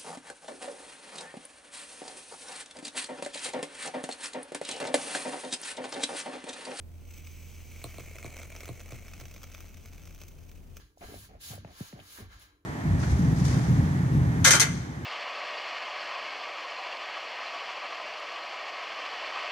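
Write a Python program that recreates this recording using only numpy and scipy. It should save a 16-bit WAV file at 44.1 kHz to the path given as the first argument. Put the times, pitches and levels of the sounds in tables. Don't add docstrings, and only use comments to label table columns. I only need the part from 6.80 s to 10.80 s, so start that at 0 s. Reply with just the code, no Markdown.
import sys
import numpy as np
from scipy import signal
from scipy.fft import rfft, irfft
from scipy.io import wavfile

SR = 44100
rng = np.random.default_rng(int(sys.argv[2]) if len(sys.argv) > 2 else 0)


def put_to_file(sound):
    columns = np.atleast_2d(sound).T
    safe = np.clip(columns, -1, 1)
    whole_steps = np.round(safe * 32767)
    wavfile.write(sys.argv[1], SR, whole_steps.astype(np.int16))


N = 176400
TIME, HZ = np.arange(N) / SR, np.fft.rfftfreq(N, 1 / SR)
FINE_GRAINS_PER_S, FINE_SPREAD_DB = 14000, 3.5
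# [f/Hz, level/dB]
BREAKING_COLOUR = [(120, -14.5), (600, 3.5), (900, -6), (1350, 2), (1800, -4), (2300, 0), (2800, -4.5),
                   (3400, -2.5), (4300, -7.5), (5500, -1.5), (7000, -7), (9600, -15.5), (13000, -6),
                   (15400, -4.5)]


def amp(db):
    return 10 ** (np.asarray(db) / 20)


def unit(x):
    return x / np.sqrt(np.mean(abs(x) ** 2) + 1e-20)


def over_hz(points):
    f, value = np.transpose(points)
    return np.interp(np.log(HZ + 1), np.log(f + 1), value)


def fader(points):
    return amp(np.interp(TIME, *np.transpose(points)))


def add(mix, s, sound):
    part = mix[round(s * SR):][:len(sound)]
    part += sound[:len(part)]


def body(colour_db):
    log_gain = np.log(unit(amp(colour_db)))
    mirrored = np.r_[log_gain, log_gain[-2:0:-1]]
    return np.exp(np.conj(signal.hilbert(mirrored)))[:len(HZ)]


def wander(rate_hz):
    return unit(irfft(rfft(rng.standard_normal(N)) / np.sqrt(1 + (HZ / rate_hz) ** 4), N))


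def shelf(x, hz, db):
    low = signal.sosfilt(signal.butter(1, hz, fs=SR, output="sos"), x)
    return low + amp(db) * (x - low)


def echoes(x, t60):
    t = TIME[:SR // 2]
    tail = rng.standard_normal((2, len(t))) * amp(-60 * t / t60) * np.minimum(t / 0.012, 1)
    return signal.fftconvolve(x[None], tail / np.linalg.norm(tail[0]), axes=1)[:, :N]


def pair(shared, opposed, correlation):
    c = over_hz(correlation)
    return np.sqrt((1 + c) / 2) * shared + np.array([[1], [-1]]) * np.sqrt((1 - c) / 2) * opposed


def hum(hz, waver_hz):
    phase = 2 * np.pi * np.cumsum(hz + waver_hz * wander(rate_hz=4.0)) / SR
    return np.sqrt(2) * np.sin([phase, phase - .7])


def room_tone():
    air_colour = [(15, -10), (60, -10.5), (110, -11.5), (160, -13), (230, -17.5), (400, -24), (700, -30),
                  (1100, -37), (5000, -46), (14800, -46.5), (15500, -40)]
    air_likeness = [(40, 0.69), (1500, 0.1), (15000, 0)]
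    hums = [(38.14, -54, 0.99, -4), (41.5, -65, 1, -3), (88.2, -63.5, 0.96, 1)]
    main_hum_right = [(.5, -44.5), (2.2, -49.5), (3.6, -59.5)]
    noise = pair(*rfft(rng.standard_normal((2, N))), air_likeness)
    room = amp(-52.5) * irfft(noise * body(over_hz(air_colour)), N)
    for hz, db, waver_hz, pan_db in hums:
        room += amp([[db + pan_db / 2], [db - pan_db / 2]]) * hum(hz, waver_hz)
    main_gain = np.array([np.full(N, amp(-51.5)), fader(main_hum_right)])
    return room + main_gain * hum(hz=81.65, waver_hz=0.33)


def grains(per_s, spread_db, count=N):
    sizes = amp(spread_db * np.minimum(rng.exponential(1, count), 5))
    return unit(sizes * rng.choice([-1, 1], count) * (rng.random(count) < per_s / SR))


def ring_stick(impacts, colour):
    stages = [.4, 1.15, 2.9]  # early, middle and late stage of the stroke [t/s]
    resonances = [(2254, 196, 8.9, 9, 5.2), (2570, 45, 5.6, 3.7, 6.3), (6115, 224, 9.3, 7.4, 8.1),
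                  (7930, 170, 13, 2.6, 3.5), (10330, 230, 1.8, 8, 2.7), (15500, 430, 12, 6.7, 5.3)]
    sand_likeness = [(100, 0.28), (600, 0.92), (2300, 1), (8000, 0.73), (15000, 0.46)]
    spectra = 0
    for stage, weights in enumerate(np.eye(len(stages))):
        crossfade = np.interp(TIME, stages, weights)
        ring_db = sum(db[stage] / (1 + ((HZ - hz) / width) ** 2) for hz, width, *db in resonances)
        spectra += pair(*rfft(impacts * crossfade), sand_likeness) * body(over_hz(colour) + ring_db)
    return irfft(spectra, N)


def crackle():
    crackle_level = [(1.3, -85), (2.1, -59.5), (3.3, -60.5), (3.85, -84)]
    decay_s = 0.0017
    breaks = abs(grains(per_s=130, spread_db=2.0))
    sprays = unit(signal.lfilter([1], [1, -np.exp(-1 / (decay_s * SR))], breaks))
    fragments = np.array([grains(FINE_GRAINS_PER_S, FINE_SPREAD_DB) for _ in range(2)])
    return ring_stick(fragments * sprays * fader(crackle_level), BREAKING_COLOUR)


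def crunches():
    crushed = [(0.4708, -40.5, -17), (1.2057, -36.5, -24), (1.3843, -33, -36), (1.4615, -36.5, -30),
               (1.5671, -31, -37), (1.5865, -36.5, -32), (1.6163, -34.5, -40), (1.6314, -34, -41),
               (1.7237, -40.5, -39), (1.7625, -32, -35), (1.8052, -30.5, -36), (1.8552, -33.5, -22),
               (2.0031, -34.5, -40), (2.121, -36, -24), (2.2817, -35.5, -37), (2.3353, -33.5, -46),
               (2.3995, -36, -20), (2.4095, -34.5, -26), (2.454, -34.5, -28), (2.512, -39.5, -25),
               (2.54, -37.5, -20), (2.5626, -36.5, -33), (2.632, -35, -18), (2.6385, -33, -31),
               (2.7176, -41.5, -23), (2.7429, -35, -36), (2.748, -33.5, -27), (2.805, -36, -18),
               (3.057, -39.5, -17), (3.1323, -41, -21), (3.2546, -45, -14), (3.3465, -46.5, -8),
               (3.415, -33, -28), (3.4358, -38.5, -21), (3.482, -52, 4.5), (3.715, -46.5, -13),
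               (3.9683, -36, -13)]
    decay_s, crack, neutral_db = 0.0053, 0.51, -23
    t, impacts = TIME[:SR // 25], np.zeros((2, N))
    for s, db, brightness_db in crushed:
        treble_db = 0.7 * (brightness_db - neutral_db)
        for train in impacts:
            burst = grains(per_s=4000, spread_db=3.5, count=len(t)) * np.exp(-t / decay_s)
            burst /= np.linalg.norm(burst)
            burst[SR // 1000] += crack * rng.choice([-1, 1])
            add(train, s, amp(db + 12.5) * shelf(burst, hz=8500, db=treble_db))
    return ring_stick(impacts, BREAKING_COLOUR)


def knocks():
    strikes = [(1.0409, -15, 7.5, 2), (1.1826, -13.5, -6, -11), (1.444, -11, -8, -16),
               (1.889, -13, -4, 5.5), (2.1205, -18, -23, 6.5), (2.4111, -27.5, 5, 11.5)]
    board_colour = [(50, -10), (120, 13.5), (330, 4.5), (500, 8), (700, 6), (850, -8), (1100, 1),
                    (1600, -20), (2600, -8), (3300, -14), (4200, -0.5), (5400, -38), (8000, -7),
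                    (11500, -15.5)]
    edge_paths = [(1.752, -0.32), (2.601, 0.4), (4.2, -0.46)]
    bend_s, bend_hz, sand_damping_hz = .0042, 510, 1210
    blows, tap = np.zeros(N), signal.unit_impulse(SR // 50)
    for s, db, treble_db, bass_db in strikes:
        tick = shelf(tap, hz=1100, db=treble_db)
        add(blows, s, amp(db + bass_db) * shelf(tick, hz=170, db=-bass_db))
    phase = 4 * np.pi * bend_s * np.sqrt(bend_hz) * (np.sqrt(HZ) - HZ / np.sqrt(2 * SR))
    board = np.exp(-1j * phase)
    for length, gain in edge_paths:
        board += gain * np.exp(-1j * length * phase - (length - 1) * HZ / sand_damping_hz)
    thuds = irfft(rfft(blows) * body(over_hz(board_colour)) * board, N)
    return thuds + amp(-1.5) * echoes(shelf(thuds, hz=600, db=-6), t60=0.072)


def grind():
    grind_level = [(0, -87), (.85, -65), (1.05, -57), (1.3, -52.5), (1.5, -49), (1.65, -51), (1.72, -54),
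                   (1.83, -50), (1.95, -55), (2.15, -53), (2.5, -63.5), (2.9, -62.5), (3.3, -73),
                   (3.7, -91), (3.85, -89), (4, -77)]
    grind_colour = [(80, -26), (250, -4), (660, -1), (850, -11.5), (1350, -8.5), (1700, -12), (2250, -4.5),
                    (2800, -11), (3600, -20), (4150, -12), (4800, -24), (6900, -11), (9500, -18),
                    (11300, -23.5), (14000, -16), (16000, -24)]
    slip_db = 5
    impacts = np.array([grains(per_s=7000, spread_db=4.5) for _ in range(2)])
    slips = unit(amp(slip_db * np.minimum(wander(rate_hz=76), 2)))
    return ring_stick(impacts * slips * fader(grind_level), grind_colour)


def flow():
    flow_level = [(0, -81), (.2, -67.5), (.3, -57.5), (.45, -54.5), (.85, -55.5), (1.05, -53), (1.6, -59.5),
                  (1.85, -57.5), (2.1, -60.5), (2.6, -60), (3.1, -62.5), (3.45, -62.5), (3.62, -66.5),
                  (3.73, -62.5), (3.85, -77.5), (4, -59)]
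    flow_colour = [(200, -29), (600, -16), (1200, -7.5), (1850, -9.5), (2300, -4), (3000, -1), (3700, -8.5),
                   (4700, -7.5), (6400, -5), (7400, -9.5), (9500, -14.5), (12300, -8.5), (13800, -3.5),
                   (15500, -8.5)]
    flutter = [(.3, 4.5), (.55, 0.1), (1.6, 0.5), (2.5, 0.5), (3.7, 4.5)]
    impacts = np.array([grains(FINE_GRAINS_PER_S, FINE_SPREAD_DB) for _ in range(2)])
    fits = unit(fader(flutter) ** np.minimum(wander(rate_hz=45.7), 2))
    return ring_stick(impacts * fader(flow_level) * fits, flow_colour)


def scene():
    right_lag = [(100, 0.000037), (2300, 0.000011), (7000, 0.000012), (10000, 0.000027)]
    left, right = flow() + grind() + crackle() + crunches() + knocks()
    right = irfft(rfft(right) * np.exp(-2j * np.pi * HZ * over_hz(right_lag)), N)
    return np.array([left, right]) + amp(-16) * echoes(left, t60=.2) + room_tone()


def record(dry):
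    balance = [(60, 5), (140, -1), (350, -2.5), (1400, 0.5), (7000, -.8), (15000, .5)]
    side_gains = amp(np.array([[1], [-1]]) * over_hz(balance) / 2)
    heard = irfft(rfft(dry) * side_gains, N)
    lowpass = signal.firwin(511, cutoff=15850, window=("kaiser", 9), fs=SR)
    return signal.oaconvolve(heard, lowpass[None], "same")


dry = scene()
out = record(dry)
put_to_file(out)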